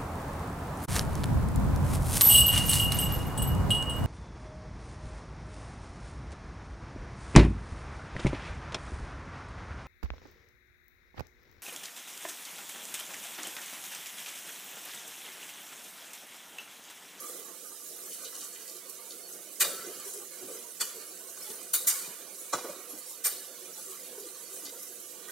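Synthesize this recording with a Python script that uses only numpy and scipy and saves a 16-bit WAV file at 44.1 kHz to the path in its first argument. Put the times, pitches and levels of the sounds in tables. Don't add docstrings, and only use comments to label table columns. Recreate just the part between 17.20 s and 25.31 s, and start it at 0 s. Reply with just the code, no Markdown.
import sys
import numpy as np
from scipy import signal
from scipy.fft import rfft, irfft, next_fast_len
from scipy.io import wavfile
from scipy.ndimage import uniform_filter1d, map_coordinates

SR = 44100
rng = np.random.default_rng(int(sys.argv[2]) if len(sys.argv) > 2 else 0)


def unload_audio(sound):
    columns = np.transpose(np.atleast_2d(sound))
    steps = np.round(np.clip(columns, -1, 1) * 32767)
    wavfile.write(sys.argv[1], SR, steps.astype(np.int16))


N = 357651

# (time [s], level [dB])
SIZZLE_RIDE = [(0, -46), (.35, -51.5), (.7, -46.5), (1.4, -50), (1.9, -50.5), (2.35, -52), (2.8, -46),
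               (3.1, -49), (3.55, -50), (4.0, -50), (4.4, -49), (5.0, -54.5), (5.6, -52.5), (6.3, -52.5),
               (6.7, -46.5), (7.1, -51.5), (7.6, -46), (8.11, -54.5)]
# (centre time [s], level [dB], length [s])
FLURRIES = [(0.105, -45.5, 0.28), (0.865, -46, 0.034), (0.912, -45, .1), (1.04, -44, 0.061),
            (0.942, -40.5, .04), (1.19, -41, 0.048), (1.248, -42.5, .04), (1.347, -47, 0.061),
            (1.56, -50, 0.046), (1.763, -49, 0.058), (2.13, -47.5, 0.12), (2.667, -43, 0.015),
            (2.886, -44.5, 0.12), (2.943, -38.5, 0.026), (3.34, -47.5, 0.26), (4.253, -45, 0.29),
            (4.325, -46.5, 0.11), (5.224, -44.5, 0.23), (5.487, -46.5, 0.14), (5.71, -43.5, 0.064),
            (5.791, -42, 0.056), (5.9, -43, 0.11), (6.613, -45.5, 0.21), (6.715, -44, 0.054),
            (7.0, -44, 0.065), (7.085, -47, 0.094), (7.355, -42.5, 0.13), (7.45, -42.5, 0.03),
            (7.634, -41, 0.028), (8.096, -45, 0.048)]
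# (frequency [Hz], level [dB])
FIZZ_EQ = [(2060, -38), (3500, -20.5), (4230, -2.5), (4480, -19), (5140, -3), (8620, 1), (12600, -0.5),
           (15100, -7.5), (15800, -3)]
# (time [s], hiss [dB], knock [dB], knock pitch [Hz], roll-off below [dB/octave],
# roll-off above [dB/octave], ring at 4 kHz [dB], mode width [factor], chatter [s],
# treble tilt [dB/octave], pan [dB], attack [s], decay t60 [s])
LANDINGS = [(2.4048, -17.5, -12, 1610, 16.6, 4.2, -19, 0.76, 0.03, -2, 0.5, 0.013, 0.057),
            (2.446, -41, -16, 1300, 7.4, 19, -17.5, 0.74, 0.011, -18, -0.15, 0.015, 0.038),
            (3.604, -24, -20.5, 1360, 9, 4.2, -20, 1.8, 0.023, -6.5, 1, 0.016, 0.062),
            (4.539, -19, -24, 1290, 11, 5.8, -19, 0.79, 0.018, 5, 1, 0.0092, 0.12),
            (4.676, -17, -20.5, 2130, 13, 26, -21.5, 0.52, 0.025, 2.5, 0.21, 0.0082, 0.069),
            (4.704, -24.5, -31, 1880, 13, 16, -17, 0.41, 0.012, -6, -0.64, 0.0097, 0.056),
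            (5.331, -30, -10, 1100, 6.1, 13.5, -25.5, 1.24, 0.021, -16, -2, 0.012, 0.071),
            (5.354, -52, -28, 940, 6.1, 20, -36, 1.6, 0.01, -14, -1.2, 0.01, 0.046),
            (5.381, -54, -31, 850, 9.6, 26, -34, 1.3, 0.025, -14, -0.95, 0.0096, 0.058),
            (5.446, -48, -21, 650, 4.6, 14.6, -42, 1.8, 0.015, -17, -1.4, .009, 0.029),
            (6.0437, -20.5, -22, 1670, 7.5, 8.9, -23, 0.58, 0.039, -1, -0.8, .016, 0.093),
            (6.1094, -46, -21.5, 610, 8, 23, -18.5, 0.5, 0.0068, -12, 0.27, 0.023, 0.056)]
# (frequency [Hz], level [dB])
STEEL_EQ = [(2650, -22), (4500, -6), (5190, -22), (5440, 4.5), (6400, 7.5), (6850, 10.5), (8730, -2.5),
            (9490, 14), (10300, -4), (11200, 2.5), (13900, 7), (15100, 11), (15800, -24)]
# (frequency [Hz], base width [Hz], level [dB])
BLADE_MODES = [(5230, 100, 1), (5760, 60, -29), (6670, 50, 8), (6880, 260, 15), (7300, 39, 7),
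               (9120, 82, 6), (8700, 30, 14), (10240, 69, 9), (10500, 170, 10.5), (11920, 45, 17.5),
               (12400, 68, -23), (14100, 86, -5), (14200, 140, -13), (15000, 100, -5)]
# (frequency [Hz], base width [Hz], level [dB])
BOWL_MODES = [(171.6, 12.3, -3.5), (287, 126, -4), (376.7, 25.2, 7), (425, 61, 0), (504.4, 45, 6),
              (601, 26, -1), (671.6, 68, -2), (763, 100, -3.5), (847, 65, -3), (976, 23, -5.5),
              (1053, 17, -5), (1175, 90, 0), (1358, 50, -1.5), (1489, 56, -0.5), (1694, 112, -4.5),
              (2027, 150, -3), (2218, 15, -1), (2408, 80, -3.5), (2857, 62, -3.5), (3055, 14, -2),
              (3443, 19, 3), (3730, 13, -4), (3953, 20, -2), (4443, 101, 1.5), (4884, 37, -5)]
# (time [s], pitch [Hz], level [dB], hold [s])
BOWL_RINGS = [(.01, 1184, -50, 0.069), (0.905, 2960, -58, 0.056), (1.046, 4000, -51.5, 0.038),
              (1.05, 2940, -58, .04), (1.142, 2930, -58, 0.026), (1.21, 2970, -65, 0.047),
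              (2.402, 1723, -40, 0.018), (2.443, 3720, -38.5, 0.028), (2.45, 517, -48.5, .11),
              (2.497, 1320, -50, 0.14), (2.514, 3403, -39.5, .025), (2.64, 385.6, -47.5, 0.063),
              (2.94, 380.6, -52.5, 0.069), (3.608, 2970, -43.5, 0.018), (4.552, 3820, -46.5, 0.064),
              (4.6, 492, -54, 0.04), (4.676, 4550, -40, .015), (4.676, 5600, -43, 0.017),
              (6.81, 490, -59, 0.029), (6.885, 507, -56.5, .03), (6.95, 372, -54, .15),
              (7.0, 496, -54, 0.066), (8.08, 1880, -52, 0.028)]
# (time [s], scrape [dB], tumble [dB])
STIR_RIDE = [(0.0, -52.5, -53), (0.5, -58, -60), (1.22, -54.5, -58.5), (1.89, -57.5, -58.5),
             (2.37, -58.5, -56), (2.47, -73, -50), (2.62, -52, -52), (2.78, -51.5, -53), (3.06, -57, -58.5),
             (3.3, -52.5, -52.5), (3.55, -59, -58.5), (3.68, -53, -55), (4.09, -58.5, -59),
             (4.29, -51.5, -54.5), (4.58, -58, -57), (4.72, -45, -56), (4.83, -49.5, -56),
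             (5.17, -56.5, -55), (5.44, -53, -59), (5.89, -56.5, -60.5), (6.2, -57.5, -58),
             (6.84, -54, -56), (7.2, -55.5, -58), (7.45, -55, -55.5), (7.86, -59.5, -58.5),
             (8.11, -50.5, -55.5)]
# (frequency [Hz], drive [dB])
LOW_MODES, HIGH_MODES = [(750, 0), (800, -60)], [(750, -60), (800, 0)]
# (time [s], level [dB], pitch [Hz], t60 [s], pan [dB])
TICKS = [(0.0994, -36, 6040, 0.099, 4), (0.1954, -32, 10500, 0.14, -6.5), (0.9094, -36, 8420, 0.29, 6),
         (0.91, -41, 3770, 0.98, 2), (1.05, -31, 4150, 0.18, 0), (1.144, -28.5, 6330, 0.3, 0),
         (1.2094, -31, 8400, 0.32, -6), (1.2, -37, 4070, 0.22, 0), (1.225, -39, 4250, 0.11, -2),
         (1.3394, -47, 6810, 0.072, -12), (1.35, -38.5, 2570, 0.51, 1), (1.4794, -31, 6240, 0.31, -3),
         (1.5685, -35, 7150, 0.065, -9), (1.697, -29.5, 10500, 0.049, -18), (1.907, -30, 4960, 0.18, 1),
         (2.6694, -42, 8950, 0.041, -7.5), (2.934, -31, 7600, 0.48, 4), (4.234, -29, 8500, .05, -3),
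         (4.299, -26, 6840, 0.068, 1), (4.4104, -32, 9510, 0.05, -12), (7.456, -26, 4730, 0.22, 0),
         (7.8002, -29.5, 10600, 0.12, -5.5)]
# (time [s], level [dB], pitch [Hz])
BUMPS = [(0.097, -39.5, 511), (0.194, -43, 440), (1.549, -48.5, 370), (2.433, -36.5, 574),
         (2.853, -39.5, 396), (2.954, -40.5, 393), (3.224, -36, 360), (3.289, -40, 507), (3.35, -42.5, 388),
         (3.755, -40.5, 410), (4.294, -40, 452), (5.486, -33.5, 552), (5.564, -41, 380), (5.73, -42, 307),
         (6.423, -43, 370), (6.695, -48, 371), (6.928, -43, 462), (6.982, -39.5, 389.5), (7.434, -45, 290),
         (7.529, -41, 504), (7.7, -49, 377)]
# (time [s], level [dB])
THUDS = [(2.402, -63), (2.579, -60.5), (2.752, -59), (3.226, -52), (3.6, -60), (4.29, -58), (4.535, -60),
         (4.67, -58), (4.867, -55.5), (5.329, -47), (5.485, -54)]
# (frequency [Hz], level [dB])
ROOM_TONE_EQ = [(24, -67), (40, -3), (490, -11.5), (2420, -34), (2620, -2.5), (5000, -15.5), (6500, -63),
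                (11000, -120)]
# (frequency [Hz], width [Hz], depth [0-1], drift [Hz])
DIPS = [(843, 89, 0.52, 47), (2120, 136, 0.69, 75), (2698, 85, 0.98, 53), (3438, 162, 1, 83),
        (4283, 260, 0.6, 180), (5270, 157, 1, 99)]
# (frequency [Hz], t60 [s])
KITCHEN_DECAY = [(200, 0.16), (2000, 0.067), (10000, 0.22)]
# (frequency [Hz], left-right correlation [0-1])
FOOD_IMAGE = [(60, 0.23), (130, 0.88), (290, 0.99), (640, 0.92), (1410, 0.73), (3100, 1), (6820, 0.54),
              (15000, 0.18)]
# (frequency [Hz], left-right correlation [0-1])
STEEL_IMAGE = [(60, 0.89), (130, 0.68), (290, 0.96), (640, 0.99), (1410, 1), (3100, 1), (6820, 0.49),
               (15000, 0.24)]
# (frequency [Hz], pan [dB])
STIR_PAN = [(130, -3), (400, -5.5), (1200, -6), (3500, -2)]

SHOT = SR // 2


def oil():
    colour = lambda hz: amp(along(FIZZ_EQ, hz))
    shimmer = patchy(gritty(700, spiky_db=1.5), depth_db=5, size=(3, 2))
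    fizz = stereo(patchy(shimmer, depth_db=3, size=(16, 2)), colour)
    pops = amp(-10.5) * unit(stereo(crackle(), colour))
    return sizzle_level() * panned(-2) * (unit(fizz) + pops)


def crackle(per_second=110, spread_db=4, decay_s=0.0068):
    when, size = rng.random((2, int(per_second * N / SR)))
    pops = np.bincount((when * N).astype(int), amp(-spread_db * np.log(1.005 - size)), N)
    spit = np.exp(-np.arange(SR // 50) / (decay_s * SR))
    return signal.fftconvolve(pops, spit)[:N] * rng.standard_normal((2, N))


def sizzle_level(flare_db=-15, flare_t60=0.65):
    t = np.arange(0, N / SR, .001)
    flurries = sum(amp(db) ** 2 * np.cos(np.pi * np.clip((t - s) / length, -.5, .5)) ** 2
                   for s, db, length in FLURRIES)
    flares = sum((t > s) * amp(hiss_db + flare_db - 60 * np.abs(t - s) / flare_t60) ** 2
                 for s, hiss_db, *_ in LANDINGS)
    bed_db, = rides(SIZZLE_RIDE)
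    bed = amp(bed_db + 0.71 * wobble(18))
    return np.sqrt(bed ** 2 + np.interp(np.arange(N) / SR, t, flurries + flares))


def spatula(edge):
    out = np.zeros((2, N))
    for (s, hiss_db, knock_db, knock_hz, below, above, ring_db, damping,
         chatter, tilt, pan, attack, t60) in LANDINGS:
        force = envelope(attack, chatter, t60, tail_t60=0.89, tail_db=-13)
        grit = piece(edge, s)
        hiss = amp(hiss_db) * struck(force, grit, blade(tilt))
        clang = struck(force, grit, struck_bowl(knock_db, knock_hz, below, above, ring_db, damping))
        add(out, s - .011, panned(pan) * (hiss + clang))
    return out


def blade(tilt):
    ring = modes([(hz * (1 + rng.normal(0, 0.02)), width * 2, db + rng.normal(0, 1.5))
                  for hz, width, db in BLADE_MODES])
    treble = lambda hz: amp(tilt * np.log2(np.maximum(hz, 4000) / 9000))
    return lambda hz: (amp(along(STEEL_EQ, hz) - 11.5) + amp(-10) * ring(hz)) * treble(hz)


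def struck_bowl(knock_db, knock_hz, below, above, ring_db, damping):
    pitches = np.transpose(BOWL_MODES)[0]
    octaves = np.log2(pitches / knock_hz)
    knock = knock_db - np.where(octaves < 0, -below * octaves, above * octaves)
    ring = ring_db + 11 * np.log2(pitches / 4000)
    drives = 10 * np.log10(amp(knock) ** 2 + amp(ring) ** 2)
    return modes([(hz * (1 + rng.normal(0, 0.0093)), width * damping, db + drive + rng.normal(0, 1.5))
                  for (hz, width, db), drive in zip(BOWL_MODES, drives)], q=80)


def bowl_rings(grit, sharpness=37, waver_hz=25):
    out, waver = np.zeros((2, N)), wobble(40)[None]
    for s, hz, db, hold in BOWL_RINGS:
        resonance = modes([(hz, hz / sharpness, 0), (hz * 1.1, hz / sharpness, -6)], q=90)
        rasp = unit(stereo(piece(grit, s), resonance, STEEL_IMAGE))
        pitch = hz + waver_hz * piece(waver, s)
        tone = np.sqrt(2) * np.sin(2 * np.pi * np.cumsum(pitch, axis=1) / SR)
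        shape = envelope(0.018, hold, t60=0.21, tail_t60=0.2, tail_db=-42)
        add(out, s - .01, amp(db) * panned(-0.43) * burst(shape, tone + rasp))
    return out


def stirring():
    scrape_db, tumble_db = rides(STIR_RIDE)
    scrape = stereo(patchy(gritty(300, spiky_db=-1.5), depth_db=5, size=(2, 4)), bowl(HIGH_MODES))
    tumble = stereo(patchy(gritty(30, spiky_db=2), depth_db=1.5, size=(2, 3)), bowl(LOW_MODES))
    return amp(scrape_db) * unit(scrape) + amp(tumble_db) * unit(tumble)


def nut_ticks(ring_gain=1.6, trim_db=-22):
    out, grit = np.zeros((2, N)), gritty(400, spiky_db=4)
    ring = bowl(HIGH_MODES)
    for s, db, hz, t60, pan in TICKS:
        band = lambda f: (1 + ring_gain * ring(f)) / (1 + (2.1 * np.log((f + 1) / hz)) ** 4)
        rattle = stereo(piece(grit, s), band)
        contact = envelope(0.009, 0.01, t60, tail_t60=t60, tail_db=3.5)
        add(out, s - .008, amp(db + trim_db) * panned(pan) * burst(contact, rattle))
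    return out


def heap_bumps(t60=0.24, trim_db=-13):
    out = np.zeros((2, N))
    contact = envelope(0.012, 0.017, t60, tail_t60=t60, tail_db=-1.5)
    for s, db, hz in BUMPS:
        drive = [(hz / 1.9, -60), (hz / 1.34, -30), (hz / 0.91, 0),
                 (hz * 0.995, 0), (hz * 1.13, -30), (hz * 2.6, -60)]
        bump = stereo(rng.standard_normal((2, SHOT)), bowl(drive))
        add(out, s - .012, amp(db + trim_db) * burst(contact, bump))
    return out


def wok_thuds(low_hz=122, high_hz=360, t60=0.15):
    out = np.zeros((2, N))
    band = lambda hz: 1 / (1 + (hz / high_hz) ** 4) / (1 + (low_hz / (hz + 1)) ** 3)
    contact = envelope(0.012, 0.02, t60, tail_t60=t60, tail_db=-12)
    for s, db in THUDS:
        push = stereo(rng.standard_normal((2, SHOT)), band)
        add(out, s, amp(db) * burst(contact, push))
    return out


def burner(level_db=-47, pan_db=-33):
    rush = patchy(rng.standard_normal((2, N)), depth_db=5, size=(3, 2))
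    jets = stereo(rush, lambda hz: amp(along(FIZZ_EQ, hz)))
    return amp(level_db + 0.61 * wobble(20)) * unit(panned(pan_db) * jets)


def room_tone(level_db=-65):
    air = stereo(rng.standard_normal((2, N)), lambda hz: amp(along(ROOM_TONE_EQ, hz)))
    return amp(level_db) * unit(air)


def wandering_dips(x, rate_hz=11, depth_swing=0.26):
    hz, t, spectrum = signal.stft(x, SR, nperseg=2048)
    drift = lambda: map_coordinates(rng.standard_normal(int(N * rate_hz / SR) + 4), [t * rate_hz])
    for centre, width, depth, drift_hz in DIPS:
        offset = 2 * (hz[:, None] - centre - drift_hz * drift()) / width
        cut = np.clip(depth + depth_swing * drift(), 0, .97)
        spectrum = spectrum * (1 - cut / (1 + offset ** 4))
    return signal.istft(spectrum, SR, nperseg=2048)[1][:, :N]


def kitchen(x):
    hz, t, spectrum = signal.stft(rng.standard_normal((2, SR // 2)), SR, nperseg=256)
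    decay = amp(-60 * t / along(KITCHEN_DECAY, hz)[:, None])
    tail = signal.istft(spectrum * decay, SR, nperseg=256)[1]
    delayed = np.pad(x, ((0, 0), (300, 0)))
    return signal.fftconvolve(delayed, tail / np.linalg.norm(tail[0]), axes=1)[:, :N]


def bowl(drive):
    return modes([(hz, width, db + along(drive, hz))
                  for hz, width, db in BOWL_MODES if along(drive, hz) > -59])


def modes(table, q=50):
    pitches, widths, levels = np.transpose(table)
    widths = np.maximum(widths, pitches / q)
    return lambda f: sum((-1) ** k * amp(db) * 1j * f * width / (hz * hz - f * f + 1j * f * width)
                         for k, (hz, width, db) in enumerate(zip(pitches, widths, levels)))


def envelope(attack, hold, t60, tail_t60, tail_db):
    t = np.arange(SHOT) / SR
    after = np.maximum(t - hold, 0)
    decay = amp(-60 * after / t60) + amp(tail_db - 60 * after / tail_t60)
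    return np.clip(t / attack, 0, 1) ** 2 * decay


def struck(force, noise, response):
    sound = stereo(force * noise, response, STEEL_IMAGE)
    power_gain = np.mean(np.abs(response(np.fft.rfftfreq(SHOT, 1 / SR))) ** 2)
    return sound * np.sqrt(2 * power_gain) * np.linalg.norm(force) / np.linalg.norm(sound)


def burst(shape, noise):
    return unit(shape * noise) * np.sqrt(np.mean(shape ** 2))


def gritty(rate, spiky_db):
    return unit(rng.standard_normal((2, N)) * amp(spiky_db * wobble(rate)))


def patchy(pair, depth_db, size):
    spectrum = signal.stft(pair, nperseg=1024)[2]
    patches = uniform_filter1d(rng.standard_normal(spectrum.shape[1:]), size=size[0], axis=0)
    patches = uniform_filter1d(patches, size=size[1], axis=1)
    return signal.istft(spectrum * amp(depth_db * unit(patches)), nperseg=1024)[1][:, :N]


def stereo(pair, response, image=FOOD_IMAGE):
    angle = lambda hz: np.arccos(np.clip(along(image, hz), -1, 1)) / 2
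    mid, side = filtered(pair, lambda hz: response(hz) * [np.cos(angle(hz)), np.sin(angle(hz))])
    return np.array([mid + side, mid - side])


def filtered(x, response):
    n = x.shape[-1]
    padded = next_fast_len(n + SR // 8)
    return irfft(rfft(x, padded) * response(np.fft.rfftfreq(padded, 1 / SR)), padded)[..., :n]


def wobble(rate):
    return map_coordinates(rng.standard_normal(int(N * rate / SR) + 4), [np.arange(N) * rate / SR])


def rides(rows):
    times, *columns = np.transpose(rows)
    return [np.interp(np.arange(N) / SR, times, column) for column in columns]


def along(points, hz):
    frequencies, values = np.transpose(points)
    return np.interp(np.log(hz + 1), np.log(frequencies + 1), values)


def piece(noise, s):
    return np.take(noise, round(s * SR) + np.arange(SHOT), axis=1, mode="wrap")


def add(out, s, sound):
    span = out[:, max(round(s * SR), 0):][:, :SHOT]
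    span += sound[:, :span.shape[1]]


def panned(db):
    return amp([[db / 2], [-db / 2]])


def amp(db):
    return 10 ** (np.asarray(db) / 20)


def unit(x):
    return x / np.sqrt(np.mean(x ** 2) + 1e-20)


def scene():
    lean = lambda hz: amp(np.outer([.5, -.5], along(STIR_PAN, hz)))
    bed = oil() + burner() + filtered(stirring() + room_tone(), lean)
    grit = gritty(400, spiky_db=-1)
    hits = spatula(grit) + bowl_rings(grit) + nut_ticks() + heap_bumps() + wok_thuds()
    reverb = kitchen(amp(-6.5) * bed + amp(-29) * hits)
    return wandering_dips(bed + hits + reverb)


def record(dry, low_cut_hz=140, top_hz=15800):
    low_cut = signal.butter(3, low_cut_hz, "high", fs=SR, output="sos")
    return filtered(signal.sosfilt(low_cut, dry), lambda hz: hz < top_hz)


dry = scene()
out = record(dry)
unload_audio(out)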